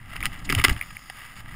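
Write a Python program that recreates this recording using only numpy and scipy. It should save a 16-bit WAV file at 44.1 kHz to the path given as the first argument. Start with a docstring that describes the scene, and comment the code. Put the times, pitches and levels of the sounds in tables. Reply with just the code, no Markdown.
"""Terrain park: a skier glides over soft snow, slaps onto a box, slides along it, drops back into snow.
Ski friction hisses and crunches; skis and bindings knock and rattle. Both ring the plastic case
around a body-worn microphone. A loose buckle ticks and a tapped ski clacks. On landing the skis
flex and the box booms. Wind rumbles on the case."""
import sys
import numpy as np
from scipy import signal
from scipy.fft import rfft, irfft, next_fast_len
from scipy.io import wavfile
from scipy.ndimage import uniform_filter1d

SR = 44100
rng = np.random.default_rng(int(sys.argv[2]) if len(sys.argv) > 2 else 0)


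def bounce(signal):
    """Save signal as a 16-bit WAV file at the path given by the first command-line argument."""
    frames = np.transpose(np.atleast_2d(signal))
    limited = np.clip(frames, -1, 1)
    pcm = np.round(limited * 32767).astype(np.int16)
    wavfile.write(sys.argv[1], SR, pcm)


N = 68355
T_S = np.arange(N) / SR
NFFT = 2 * next_fast_len(N)
F_HZ = np.maximum(np.arange(NFFT // 2 + 1) * SR / NFFT, 1)
TREBLE_HZ = 3260  # body/treble split

# wind and body shake on the case: t/s, level/dB
WIND_LEVEL = [(0, -48), (.13, -44.5), (.26, -32.5), (.36, -43), (.45, -39), (.51, -32.5), (.59, -27.5),
              (.645, -42), (.71, -25.5), (.79, -46), (.87, -49.5), (.92, -46), (1.0, -55), (1.33, -51.5),
              (1.43, -43.5), (1.55, -43)]
# wind rumble: f/Hz, level/dB
RUMBLE_SPECTRUM = [(20, -10), (45, -15.5), (70, -26), (120, -19.5), (300, -68)]
# wind buffeting: f/Hz, level/dB
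BUFFET_SPECTRUM = [(35, -25), (70, -5.5), (115, -1), (180, -7), (300, -14), (450, -33), (800, -19.5),
                   (3000, -64.5)]
# case resonances: f/Hz, half width/Hz, level/dB
CASE_PEAKS = [(913, 394, -7.5), (1244, 108, 4), (1635, 102, 2), (1979, 167, 5), (2271, 63, -0.5),
              (2796, 363, -2.5), (3350, 526, -10), (5120, 533, -9.5), (6826, 450, -11.5),
              (9320, 890, -10.5), (10040, 123, -6.5), (14270, 710, -11.5)]
# case dips and one small lift: f/Hz, half width/Hz, gain/dB
CASE_TRIM = [(1375, 45, 2.5), (5950, 595, -12.5), (11950, 400, -19)]
# faint, brief swells of bright hiss: centre t/s, level/dB, length/s
HISS_FLICKS = [(0.393, -50, 0.0088), (0.454, -42, 0.017), (.728, -40, 0.0076), (1.383, -54, 0.06)]
# ski bases on the smooth box top: centre t/s, level/dB, length/s
BOX_SLIDE = [(0.98, -58, 0.49)]
# taps on a ski: t/s, level/dB
CLACKS = [(1.0995, -32)]
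# hollow ski modes: f/Hz, level/dB, t60/s
CLACK_MODES = [(790, 1, 0.022), (1780, -3, .014), (3190, 3, 0.011)]
# buckle ticks: t/s, level/dB
TICKS = [(0.2276, -11), (0.492, -10.5), (0.525, -11), (0.5509, -12), (0.5996, -9), (0.8126, -9.5),
         (0.8246, -19), (0.9681, -18.5)]
# buckle modes: f/Hz, level/dB, t60/s
TICK_MODES = [(2180, -5, 0.0031), (9850, -17.5, 0.0031), (14200, -19.5, .0024)]
# skis slap flat on the box: t/s, level/dB, contact/s
SLAPS = [(.499, -26.5, 0.0017), (.526, -20.5, 0.0035), (.586, -31.5, 0.0014), (.643, -23.5, 0.0018),
         (.683, -25, 0.0027)]
# ski flex modes: f/Hz, level/dB, t60/s
FLEX_MODES = [(168, -13, 0.104), (280, 0, 0.11), (379.5, 4, 0.06)]
# skier's weight comes down: t/s, level/dB, contact/s
THUMPS = [(.561, -21, .008), (.572, -19.5, 0.0061), (.583, -19.5, 0.0074), (.68, -22, 0.0086),
          (.71, -18, 0.0105), (.755, -31, 0.0082)]
# low box modes: f/Hz, level/dB, t60/s
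BOX_MODES = [(82.4, 2, 0.064), (115, 2, 0.12)]
# ski friction: t/s, level/dB
GLIDE_LEVEL = [(0, -50), (.09, -47.5), (.15, -37), (.2, -45), (.245, -34.5), (.28, -49), (.34, -39),
               (.38, -45.5), (.49, -42), (.51, -30), (.56, -37.5), (.61, -30.5), (.635, -43.5), (.7, -33.5),
               (.74, -42.5), (.83, -42.5), (.88, -47), (1.08, -49), (1.19, -41.5), (1.34, -47),
               (1.395, -41.5), (1.425, -51), (1.55, -41.5)]
# friction brightness: t/s, treble gain/dB
GLIDE_TREBLE = [(.4, -4), (.75, -1), (1.05, 1), (1.2, -1), (1.33, -1.5), (1.39, -1), (1.44, -4),
                (1.51, -2.5)]
# ski and binding knocks: t/s, level/dB, contact/s, treble re body/dB
KNOCKS = [(0.164, -29, 0.0014, -9.5), (0.2054, -30.5, 0.0012, -10), (0.214, -37, 0.00051, -7),
          (0.256, -18.5, 0.00062, -3), (0.2641, -23, 0.0011, -9), (0.4985, -16.5, 0.0069, -7.5),
          (0.5246, -18.5, 0.0028, -5.5), (0.5496, -20.5, 0.0016, -1.5), (0.585, -22, 0.0054, -7.5),
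          (0.602, -38, .001, -8), (0.6397, -11, 0.0047, -5), (0.6472, -6, 0.0039, -7.5),
          (0.683, -18.5, 0.00056, -9.5), (.694, -17.5, 0.006, -7.5), (0.763, -34, 0.0034, -14),
          (0.905, -36.5, 0.0056, -11), (1.0989, -31, 0.0012, -6.5), (1.25, -39.5, 0.0036, -8),
          (1.459, -43, 0.0031, -24)]
# emphasis of hard contacts: f/Hz, gain/dB
KNOCK_SPECTRUM = [(500, -6), (2000, 1.5), (3200, 3), (5200, 7.5), (10000, 2)]


def from_db(db):
    """Decibels to gain."""
    return 10 ** (np.asarray(db) / 20)


def unit_rms(x):
    """Scale to unit power."""
    return x / np.sqrt(np.mean(x ** 2) + 1e-20)


def envelope(rows):
    """Gain over time from (t/s, level/dB) points."""
    return from_db(np.interp(T_S, *np.transpose(rows)))


def spectrum_gain(rows):
    """Gain over frequency from (f/Hz, level/dB) points."""
    f_hz, db = np.transpose(rows)
    return from_db(np.interp(np.log(F_HZ), np.log(f_hz), db))


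def butter(x, order, edge_hz, kind):
    """Causal Butterworth filter."""
    return signal.sosfilt(signal.butter(order, edge_hz, kind, fs=SR, output="sos"), x)


def colour(x, gain):
    """Minimum-phase filter; gain scaled to unit power."""
    cepstrum = irfft(np.log(unit_rms(gain) + 1e-7))
    cepstrum[1:NFFT // 2] *= 2
    cepstrum[NFFT // 2 + 1:] = 0
    return irfft(rfft(x, NFFT) * np.exp(rfft(cepstrum)))[:N]


def ring(force, modes):
    """Sum of damped resonators driven by one force."""
    out = np.zeros(N)
    for f_hz, db, t60_s in modes:
        r, w = from_db(-60 / (t60_s * SR)), 2 * np.pi * f_hz / SR
        out += from_db(db) * signal.lfilter([0, np.sin(w)], [1, -2 * r * np.cos(w), r * r], force + 1e-18)
    return out


def case_gain():
    """Plastic case: magnitude of its resonances and dips."""
    power = sum(from_db(db) ** 2 / (1 + ((F_HZ - f_hz) / width_hz) ** 2) ** 2
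                for f_hz, width_hz, db in CASE_PEAKS)
    trim_db = sum(db * np.exp(-((F_HZ - f_hz) / width_hz) ** 2) for f_hz, width_hz, db in CASE_TRIM)
    return np.sqrt(power) * from_db(trim_db)


def wind(spectrum, gain_db):
    """Wind on the case: low noise, levelled, then shaped by the gusts."""
    noise = colour(rng.standard_normal(N), spectrum_gain(spectrum))
    local_rms = np.sqrt(uniform_filter1d(noise ** 2, 2000) + 1e-9)
    return from_db(gain_db) * envelope(WIND_LEVEL) * noise / local_rms


def bright_hiss(rows, band_hz):
    """Bright, case-coloured noise; swells and fades once per row."""
    swells = sum(from_db(db) * np.exp(-(2 * (T_S - t_s) / length_s) ** 2) for t_s, db, length_s in rows)
    noise = colour(rng.standard_normal(N), case_gain())
    return swells * unit_rms(butter(noise, 4, band_hz, "band"))


def ski_clack(band_hz=(550, 3800)):
    """A tap rings the hollow ski modes; only the midrange radiates."""
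    taps = np.zeros(N)
    for t_s, db in CLACKS:
        taps[int(t_s * SR)] += from_db(db)
    return butter(ring(taps, CLACK_MODES), 2, band_hz, "band")


def buckle_ticks():
    """Loose plastic buckle: three modes swell and die within milliseconds."""
    out = np.zeros(N)
    for f_hz, mode_db, t60_s in TICK_MODES:
        for (t_s, tick_db), detune in zip(TICKS, rng.normal(1, 0.0078, len(TICKS))):
            age_s = np.maximum(T_S - t_s, 0)
            decay = np.log(1000) * age_s / t60_s
            swell = (decay / 2) ** 2 * np.exp(2 - decay)
            out += from_db(mode_db + tick_db) * swell * np.sin(2 * np.pi * f_hz * detune * age_s)
    return out


def landing(pushes, modes):
    """Soft sine-squared pushes ring the low modes of skis or box."""
    force = np.zeros(N)
    for t_s, db, contact_s in pushes:
        pulse = np.sin(np.pi * np.clip((T_S - t_s) / contact_s, 0, 1)) ** 2
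        force += from_db(db) * pulse * 2 / (contact_s * SR)
    return ring(force, modes)


def grains(rate_per_s, spread_db=3):
    """Crunching grains: random clicks of uneven size, unit power."""
    sizes = from_db(spread_db * np.minimum(rng.exponential(1, N), 4)) * rng.choice([-1, 1], N)
    return unit_rms(sizes * (rng.random(N) < rate_per_s / SR))


def ski_glide(gain_db=-1.5, grain_db=-4, grit_db=-6.5, grit_hz=(2100, 4000), chatter_db=6, chatter_hz=115):
    """Grainy friction rings the case; pressure adds icy grit and stick-slip chatter."""
    force = unit_rms(rng.standard_normal(N) + from_db(grain_db) * grains(rate_per_s=2500))
    level = from_db(gain_db) * envelope(GLIDE_LEVEL)
    pressure = level / level.max()
    grit = colour(grains(rate_per_s=250), case_gain())
    grit = from_db(grit_db) * level * pressure * unit_rms(butter(grit, 2, grit_hz, "band"))
    flutter = unit_rms(butter(rng.standard_normal(N), 2, chatter_hz, "low"))
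    chatter = from_db(chatter_db * np.sqrt(pressure) * np.clip(flutter, -2, 2))
    body = irfft(rfft(force, NFFT) / (1 + (F_HZ / TREBLE_HZ) ** 8))[:N]
    treble = (force - body) * envelope(GLIDE_TREBLE)
    return colour(level * chatter * (body + treble), case_gain()) + grit


def ski_knocks(crack_db=15.5, release_s=0.00069, rattle_db=-14, rattle_t60_s=0.098, ref_contact_s=0.003):
    """Crack, chattering contact and rattle ring the case; longer contacts rattle more."""
    out, age_s = np.zeros(N + SR), T_S[:SR // 10]
    n = len(age_s)
    response = colour(signal.unit_impulse(N), case_gain() * spectrum_gain(KNOCK_SPECTRUM))[:n]
    crack = from_db(crack_db) * butter(signal.unit_impulse(n), 2, edge_hz=1760, kind="high")
    rattle_decay = from_db(rattle_db - 60 * age_s / rattle_t60_s)
    for t_s, db, contact_s, treble_db in KNOCKS:
        contact = np.exp(-np.maximum(age_s - contact_s, 0) / release_s)
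        rattle = np.sqrt(contact_s / ref_contact_s) * rattle_decay
        force = crack + rng.choice([-1., 1.], n) * np.maximum(contact, rattle)
        knock = signal.fftconvolve(force, response)[:n]
        start = int(t_s * SR)
        for kind, band_db in (("low", db), ("high", db + treble_db)):
            band = butter(knock, 5, TREBLE_HZ, kind)
            band *= np.sqrt(ref_contact_s * SR / np.sum(band ** 2))  # equal energy
            out[start:start + n] += from_db(band_db) * band
    return out[:N]


def scene():
    """One microphone, same in both channels."""
    skis = ski_glide() + ski_knocks() + ski_clack()
    hiss = bright_hiss(HISS_FLICKS, band_hz=(3800, 8340)) + bright_hiss(BOX_SLIDE, band_hz=(4600, 7300))
    boom = landing(SLAPS, FLEX_MODES) + landing(THUMPS, BOX_MODES)
    air = wind(RUMBLE_SPECTRUM, gain_db=2) + wind(BUFFET_SPECTRUM, gain_db=-2.5)
    return np.tile(air + hiss + buckle_ticks() + boom + skis, (2, 1))


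def record(dry):
    """Clip at full scale, then steep low-pass."""
    cutoff_hz = 15700
    lowpass = signal.ellip(12, .2, 95, cutoff_hz, fs=SR, output="sos")
    return signal.sosfilt(lowpass, np.clip(dry, -1, 1))


dry = scene()
out = record(dry)
bounce(out)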